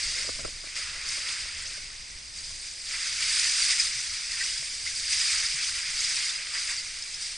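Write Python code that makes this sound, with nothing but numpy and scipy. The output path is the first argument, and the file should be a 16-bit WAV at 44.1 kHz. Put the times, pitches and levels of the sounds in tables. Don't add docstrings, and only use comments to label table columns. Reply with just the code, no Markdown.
import sys
import numpy as np
from scipy import signal
from scipy.fft import rfft, irfft, next_fast_len
from scipy.io import wavfile
from scipy.ndimage import uniform_filter1d, map_coordinates

SR = 44100
rng = np.random.default_rng(int(sys.argv[2]) if len(sys.argv) > 2 else 0)


def transcribe(u):
    v = np.clip(np.atleast_2d(u).T, -1, 1)
    q = np.round(v * 32767).astype(np.int16)
    wavfile.write(sys.argv[1], SR, q)


def invert_db(level):
    return 10 ** (np.asarray(level, dtype=float) / 20)


N = 325017


def unit(x):
    return x / np.sqrt(np.mean(x ** 2) + 1e-20)


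def along(points, hz):
    f, v = np.transpose(points)
    return np.interp(np.log(hz + 1), np.log(f + 1), v)


def curves(rows):
    s, *columns = np.transpose(rows)
    return [np.interp(np.arange(N) / SR, s, column) for column in columns]


def wobble(rate):
    knots = rng.standard_normal(int(N * rate / SR) + 4)
    return map_coordinates(knots, [np.arange(N) * rate / SR])


def filtered(x, response):
    m = next_fast_len(N + 8192)
    return irfft(rfft(x, m) * response(np.fft.rfftfreq(m, 1 / SR)), m)[..., :N]


def resonant(modes):
    def response(f):
        total = 0
        for k, (centre, width, db) in enumerate(modes):
            damping = 1j * f * width
            total = total + (-1) ** k * invert_db(db) * damping / (centre ** 2 - f ** 2 + damping)
        return total
    return response


def patchy(depth_db):
    z = signal.stft(rng.standard_normal((2, N)), nperseg=256)[2]
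    field = rng.standard_normal(z.shape[1:])
    field = uniform_filter1d(field, size=4, axis=0)
    field = uniform_filter1d(field, size=5, axis=1)
    return unit(signal.istft(z * invert_db(depth_db * unit(field)), nperseg=256)[1][:, :N])


def bursts(s, hz, cycles, gain, rise, size):
    t = np.arange(size) / SR
    age = t * (hz / cycles)[:, None]
    tone = np.sin(2 * np.pi * hz[:, None] * t * (1 + rise * age / 2))
    swell = np.e * 3 * age * np.exp(-3 * age)
    rows = gain[:, None] * swell * tone
    at = (s * SR).astype(int)[:, None] + np.arange(size)
    return np.bincount(at.ravel(), rows.ravel(), N + size)[:N]


def grains(count, centre_hz, spread, cycles, scatter_db, rise, size):
    when, pitch, life, big = rng.random((4, count))
    hz = np.clip(centre_hz * np.exp(spread * (2 * pitch - 1)), 300, 12000)
    sizes = invert_db(np.minimum(-scatter_db * np.log(big), 14))
    return unit(bursts(when * N / SR, hz, cycles * (.5 + life), sizes, rise, size))


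# time in seconds, strength in dB,
# depth (low slosh against ice rustle) in dB.
STIRRING = [(0, -36.5, -5), (.61, -47.5, -7), (.85, -45, -1), (1.76, -44.5, -4.5), (1.93, -50, -4),
            (2.77, -49.5, -11.5), (2.92, -40, -3), (3.6, -34, -9), (3.95, -47, -20), (4.23, -47.5, -9),
            (4.42, -37.5, -4.5), (4.79, -44.5, -11), (5.26, -32.5, -6), (5.77, -41.5, -4),
            (6.19, -34.5, -5.5), (6.42, -42.5, -3), (6.82, -47.5, -4.5), (7.37, -44.5, -6.5)]
# start in seconds, strength in dB, dying time in seconds, depth in dB.
STROKES = [(0.162, -30, 0.058, -3), (0.423, -39, 0.025, 3.5), (0.648, -32, 0.023, -3),
           (0.751, -27.5, 0.046, -4), (1.046, -33, 0.15, -5), (1.24, -34.5, 0.13, -2),
           (2.321, -41.5, 0.15, -7), (2.421, -43, 0.2, -9), (2.584, -43.5, 0.18, -6),
           (3.192, -26.5, 0.062, -4.5), (3.262, -34, 1, -5), (3.573, -31.5, 0.14, -3.5),
           (3.673, -20, 0.04, -5.5), (3.775, -20.9, 0.043, -6.5), (4.845, -25.5, 0.026, -4.5),
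           (5.093, -27.5, 0.077, -5.5), (5.328, -29, 0.03, 0.5), (5.541, -43.5, 0.122, 1),
           (5.6, -30.5, 0.087, -12.8), (5.734, -26.5, 0.033, -4.5), (5.961, -31, 0.062, -11),
           (6.026, -24.5, 0.025, -7.1), (6.498, -36.5, 0.36, -6.5), (6.532, -28, 0.022, 2.2),
           (6.672, -29.5, 0.042, -0.5), (6.761, -32, 0.022, -8), (7.113, -35, 0.034, -5),
           (7.196, -34, 0.063, -11)]
STROKE_RISE_S, WATER_DB = 0.049, -2
SPRAY_DB, SPRAY_PER_DEPTH = -6, -0.22
GURGLE_DB, GURGLE_PER_DEPTH = -9, 2.04


def stirring():
    def shares(depth_db):
        gurgle = GURGLE_DB + GURGLE_PER_DEPTH * depth_db
        spray = SPRAY_DB + SPRAY_PER_DEPTH * depth_db
        return np.array([gurgle, depth_db, 0 * depth_db, spray])

    strength_db, depth_db = curves(STIRRING)
    power = invert_db(strength_db + shares(depth_db)) ** 2
    t = np.arange(2 * SR) / SR
    for s, db, dying, depth_db in STROKES:
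        swell = (1 - np.exp(-t / STROKE_RISE_S)) * np.exp(-t / max(dying, .01))
        rest = power[:, round(s * SR):][:, :len(t)]
        rest += (invert_db(db + shares(depth_db))[:, None] * swell[:rest.shape[1]]) ** 2
    return invert_db(WATER_DB) * np.sqrt(power)


# frequency in Hz, density in dB per Hz.
HOUSING = [(500, -62), (900, -29.5), (1250, -22.5), (2130, -6), (3050, -11.5), (3600, -8), (4200, -6.5),
           (4900, 2.5), (5500, -4.5), (6900, -10), (9000, -8.5), (9750, -19.5), (10250, -18.5),
           (11000, -25)]
# frequency in Hz, density in dB per Hz.
BETWEEN_PORTS = [(500, -49), (1300, -31), (2130, -21.5), (3000, -25), (4100, -18), (4600, -20), (5050, -16),
                 (5500, -19), (5900, -18.5), (6600, -20), (7100, -18.5), (8000, -32), (9200, -16.5),
                 (9800, -34.5)]
RANGE_EDGES_HZ = (1450, 3300, 6800)


def water():
    wash, wide = patchy(depth_db=1.27)
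    bubbles = grains(4000, centre_hz=1994, spread=0.571, cycles=19.8, scatter_db=2.0, rise=0.11, size=500)
    chips = grains(16000, centre_hz=5460, spread=0.927, cycles=3.8, scatter_db=-0.5, rise=0, size=64)
    tinkles = grains(3000, centre_hz=7637, spread=.3, cycles=73, scatter_db=-1, rise=0.016, size=800)
    cracks = grains(1800, centre_hz=8150, spread=0.28, cycles=9.3, scatter_db=2.5, rise=0, size=96)
    near = wash + invert_db(-13) * cracks + invert_db(-12.5) * bubbles + invert_db(-11.5) * chips + invert_db(-11.0) * tinkles
    sources = np.array([near, wide])

    def colour(hz):
        return invert_db([along(HOUSING, hz), along(BETWEEN_PORTS, hz)])

    def below(hz):
        deep, low, high = [1 / (1 + (hz / edge) ** 8) for edge in RANGE_EDGES_HZ]
        return [deep, low - deep, high - low, 1 - high]

    lapping = invert_db(0.1 * wobble(16) + 0.57 * wobble(40))
    mid_side = np.zeros((2, N))
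    for k, level in enumerate(stirring()):
        part = filtered(sources, lambda hz: colour(hz) * below(hz)[k])
        mid_side += level * lapping * unit(part) * np.sqrt(2)
    mid, side = mid_side
    return np.array([mid + side, mid - side])


# time in seconds, peak in dB, pitch in Hz, spread of pitch from 0 to 1.
GULPS = [(0.184, -3.5, 2100, 0.23), (0.449, -24, 1434, 0.2), (0.7756, -15, 2060, 0.15),
         (1.234, -18, 1690, 0.3), (2.9407, -7, 1950, 0.15), (3.189, -3.5, 2180, 0.1),
         (3.2241, -4, 2250, 0.25), (3.4521, -2.5, 2015, 0.15), (3.7269, 0, 1960, 0.12),
         (3.7962, -2.5, 2320, 0.1), (3.867, -10, 2240, 0.06), (4.336, -7, 1795, 0.02),
         (4.4074, 1, 1874, 0.22), (4.492, -4, 2870, 0.15), (4.8678, -1.5, 2016, 0.25),
         (5.168, -11, 2270, 0.15), (5.3497, -14, 2120, 0.15), (5.606, -4, 2500, 0.1),
         (5.6433, -3, 3230, 0.15), (5.8346, -11, 2200, 0.05), (5.894, -15, 2040, 0.1),
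         (5.9693, -17, 2060, 0.15), (6.0322, -9, 2020, 0.05), (6.297, -3, 3530, 0.03),
         (6.547, -9, 1900, 0.15), (6.69, -10, 1885, 0.25)]
# level in dB, scatter in seconds.
SWARM = (-37, 0.012)


def plops():
    s, db, hz, spread = np.transpose(GULPS)
    small_db, scatter_s = SWARM
    pitches, delays = rng.uniform(-1.063, 1, (2, 5, len(s)))
    sound = bursts(s - .004, hz, 29.0, invert_db(db - 29.5), 0.05, size=1500)
    for pitch, late in zip(pitches, delays):
        small_hz = hz * np.exp(spread * pitch)
        sound += bursts(s + scatter_s * late / 2, small_hz, 30, invert_db(db + small_db), 0.041, size=1200)
    return sound


# time in seconds, peak in dB, ring in Hz, splinters against the peak in dB.
CLINKS = [(0.0298, -7.5, 4500, -12), (1.0897, -8, 5440, -3), (1.3264, -10, 4990, -24),
          (2.387, -13, 4750, -18), (2.4409, -13, 4960, -12), (3.0795, -15, 6010, -8),
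          (3.2196, -11, 4630, -9), (3.3957, -14, 4800, 9), (3.6217, 1, 4650, -19), (3.7998, 3, 5050, -12.5),
          (3.8706, -6, 4970, -16), (4.0045, -12, 6200, -6), (4.3196, -8.5, 4970, -10),
          (4.5775, -10, 4910, -5), (4.8419, -13, 4750, -10), (5.1297, -7, 5060, -16),
          (5.2155, -1, 4900, -20), (5.25, -3, 4930, -22), (5.349, -8, 4800, 0), (5.463, -4.5, 5070, -7),
          (5.9666, -10, 4600, -6), (6.0467, -5, 4990, -8), (6.254, -13, 4510, -2), (6.783, -7, 4580, -14),
          (6.3594, -5.5, 4940, -24), (6.539, -13, 4870, -7), (6.7062, -8, 4920, -17),
          (7.0244, -11, 5180, -5), (7.144, -9, 5080, -14), (7.222, -19, 4800, 5)]
SPLINTERS_DB = -14


def clinks():
    s, db, hz, splinter_db = np.transpose(CLINKS)
    delays, pitches = rng.random((2, 6, len(s)))
    sound = bursts(s - .003, hz, 54, invert_db(db - 20), 0, size=800)
    gain = invert_db(db + splinter_db + SPLINTERS_DB)
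    for late, pitch in zip(delays, pitches):
        sound += bursts(s - .001 + 0.0063 * late, 3800 + 5400 * pitch, 3.6, gain, 0, size=400)
    return sound


# time in seconds, peak in dB, bright part against the peak in dB.
TAPS = [(0.055, -57, 3), (0.082, -51, -5), (0.118, -46, 1), (0.161, -49, 2), (0.245, -43, -3),
        (0.276, -39, -5), (0.288, -31.5, 3.5), (0.319, -51, -5), (0.359, -48, 1), (0.387, -37.5, 4),
        (0.401, -42, -7), (0.447, -28.5, -0.5), (0.477, -41, 0), (0.558, -51, -7), (0.636, -42.5, 0),
        (0.667, -48, 6), (0.768, -61, 1), (1.175, -41.5, 2), (1.294, -55, 3), (1.453, -48, 5),
        (1.594, -51, 2), (1.709, -50, 7), (1.776, -47, -2), (2.503, -55, 12), (3.26, -61, 8),
        (4.622, -46, 7), (4.738, -58, 0), (6.178, -57, 18), (6.576, -60, 20)]
# frequency in Hz, width in Hz, level in dB.
MOUNT = [(150, 100, 1.5), (315, 81, 3.5), (533, 187, 8), (706, 144, 3.5)]
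# frequency in Hz, width in Hz, level in dB.
SHELL = [(1100, 360, 1), (1610, 500, -1)]


def taps():
    s, db, bright_db = np.transpose(TAPS)
    size = 600
    t = np.arange(size) / SR
    at = ((s * SR).astype(int)[:, None] + np.arange(size)).ravel()
    rough = rng.standard_normal((len(s), 3, size)) * invert_db(-60 * t / 0.054) * (1 - np.exp(-t / 0.00072))
    rough[:, :, [40, 120]] += [[-2.5, -2.3], [5.0, 0.99], [-3.0, -2.4]]
    rough = rough / np.linalg.norm(rough, axis=2, keepdims=True)

    def blows(k, level_db):
        return np.bincount(at, (invert_db(level_db)[:, None] * rough[:, k]).ravel(), N + size)[:N]

    right, own = filtered(np.array([blows(0, db + 34.0), blows(1, db + 32)]), resonant(MOUNT))
    edge = filtered(blows(2, db + bright_db + 29), lambda hz: resonant(SHELL)(hz) ** 2)
    return np.array([own - 0.073 * right, right]) + edge


# time in seconds, rubbing level in dB.
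GRIP = [(0, -65), (.31, -51), (.65, -70), (.9, -61), (1.55, -60.5), (2, -73), (2.75, -69), (3.2, -61),
        (4, -68), (6, -64.5), (6.4, -64.5), (7.37, -66)]


def rubbing():
    level = invert_db(curves(GRIP)[0] - 4.5 + 5.0 * wobble(30))
    return level * unit(filtered(rng.standard_normal((2, N)), resonant(MOUNT)))


# time in seconds, rumble level in dB.
WIND = [
    (0, -51.5),
    (.25, -51.5),
    (.43, -41),
    (.6, -51.5),
    (1.8, -51.5),
    (4, -53.5),
    (5.4, -53),
    (7.37, -57),
]
# frequency in Hz, density in dB per Hz.
RUMBLE = [(12, -2), (20, 3.5), (32, -1.5), (72, -6), (156, -17.5), (219, -24), (400, -27.5), (520, -37),
          (880, -120)]
# time in seconds, peak in dB, pitch in Hz.
THUMPS = [(0.139, -51, 72.7), (0.288, -44, 78.1), (0.388, -50, 78.5), (0.833, -48, 74.4),
          (1.538, -43.5, 72), (2.268, -48.5, 72.7), (2.509, -53, 74), (3.961, -44.5, 120),
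          (4.6, -47.5, 131), (4.841, -49, 85.5), (5.393, -67, 94.2), (5.548, -46.5, 143),
          (5.889, -49.5, 149), (6.854, -51, 124)]


def rumble():
    def colour(hz):
        return invert_db(along(RUMBLE, hz)) * [hz > 0, hz / (hz + 90)]

    both, apart = filtered(rng.standard_normal((2, N)), colour)
    both = unit(invert_db(1.5 * wobble(13)) * both)
    apart = invert_db(-23 + 3.2 * wobble(15)) * unit(apart)
    s, db, hz = np.transpose(THUMPS)
    thumps = bursts(s - .008, hz, 4.0, invert_db(db - 3.5), 0, size=4000)
    level = invert_db(curves(WIND)[0] + 0.65 * wobble(5))
    return level * np.array([both + apart, both - apart]) + thumps


# frequency in Hz, density in dB per Hz.
HISS = [(40, -28), (150, 1), (450, 4.5), (1000, 5.5), (2000, 4), (5000, -0.5), (9000, -10), (11200, -36)]
# frequency in Hz, half the ratio of out of step over in step in dB.
OPPOSED = [(100, -1), (300, 2.5), (600, 3.5), (1200, 2.5)]


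def hiss():
    def colour(hz):
        return invert_db(along(HISS, hz) + along(OPPOSED, hz) * [[-1], [1]])

    mid, side = filtered(rng.standard_normal((2, N)), colour)
    return invert_db(-54.0) * unit(np.array([mid + side, mid - side]))


# frequency in Hz, left over right in dB.
TILT = [(1000, -1.5), (3000, -0.5), (5000, 0), (8000, -1)]


def scene():
    wet = water() + plops() + clinks()
    wet = filtered(wet, lambda hz: invert_db(along(TILT, hz) * [[.5], [-.5]]))
    return wet + taps() + rubbing() + rumble() + hiss()


def top_cut(x):
    return signal.sosfilt(signal.butter(12, 11510, fs=SR, output="sos"), x)


def record(dry):
    top_hz = 11070
    return top_cut(filtered(dry, lambda hz: hz < top_hz))


dry = scene()
out = record(dry)
transcribe(out)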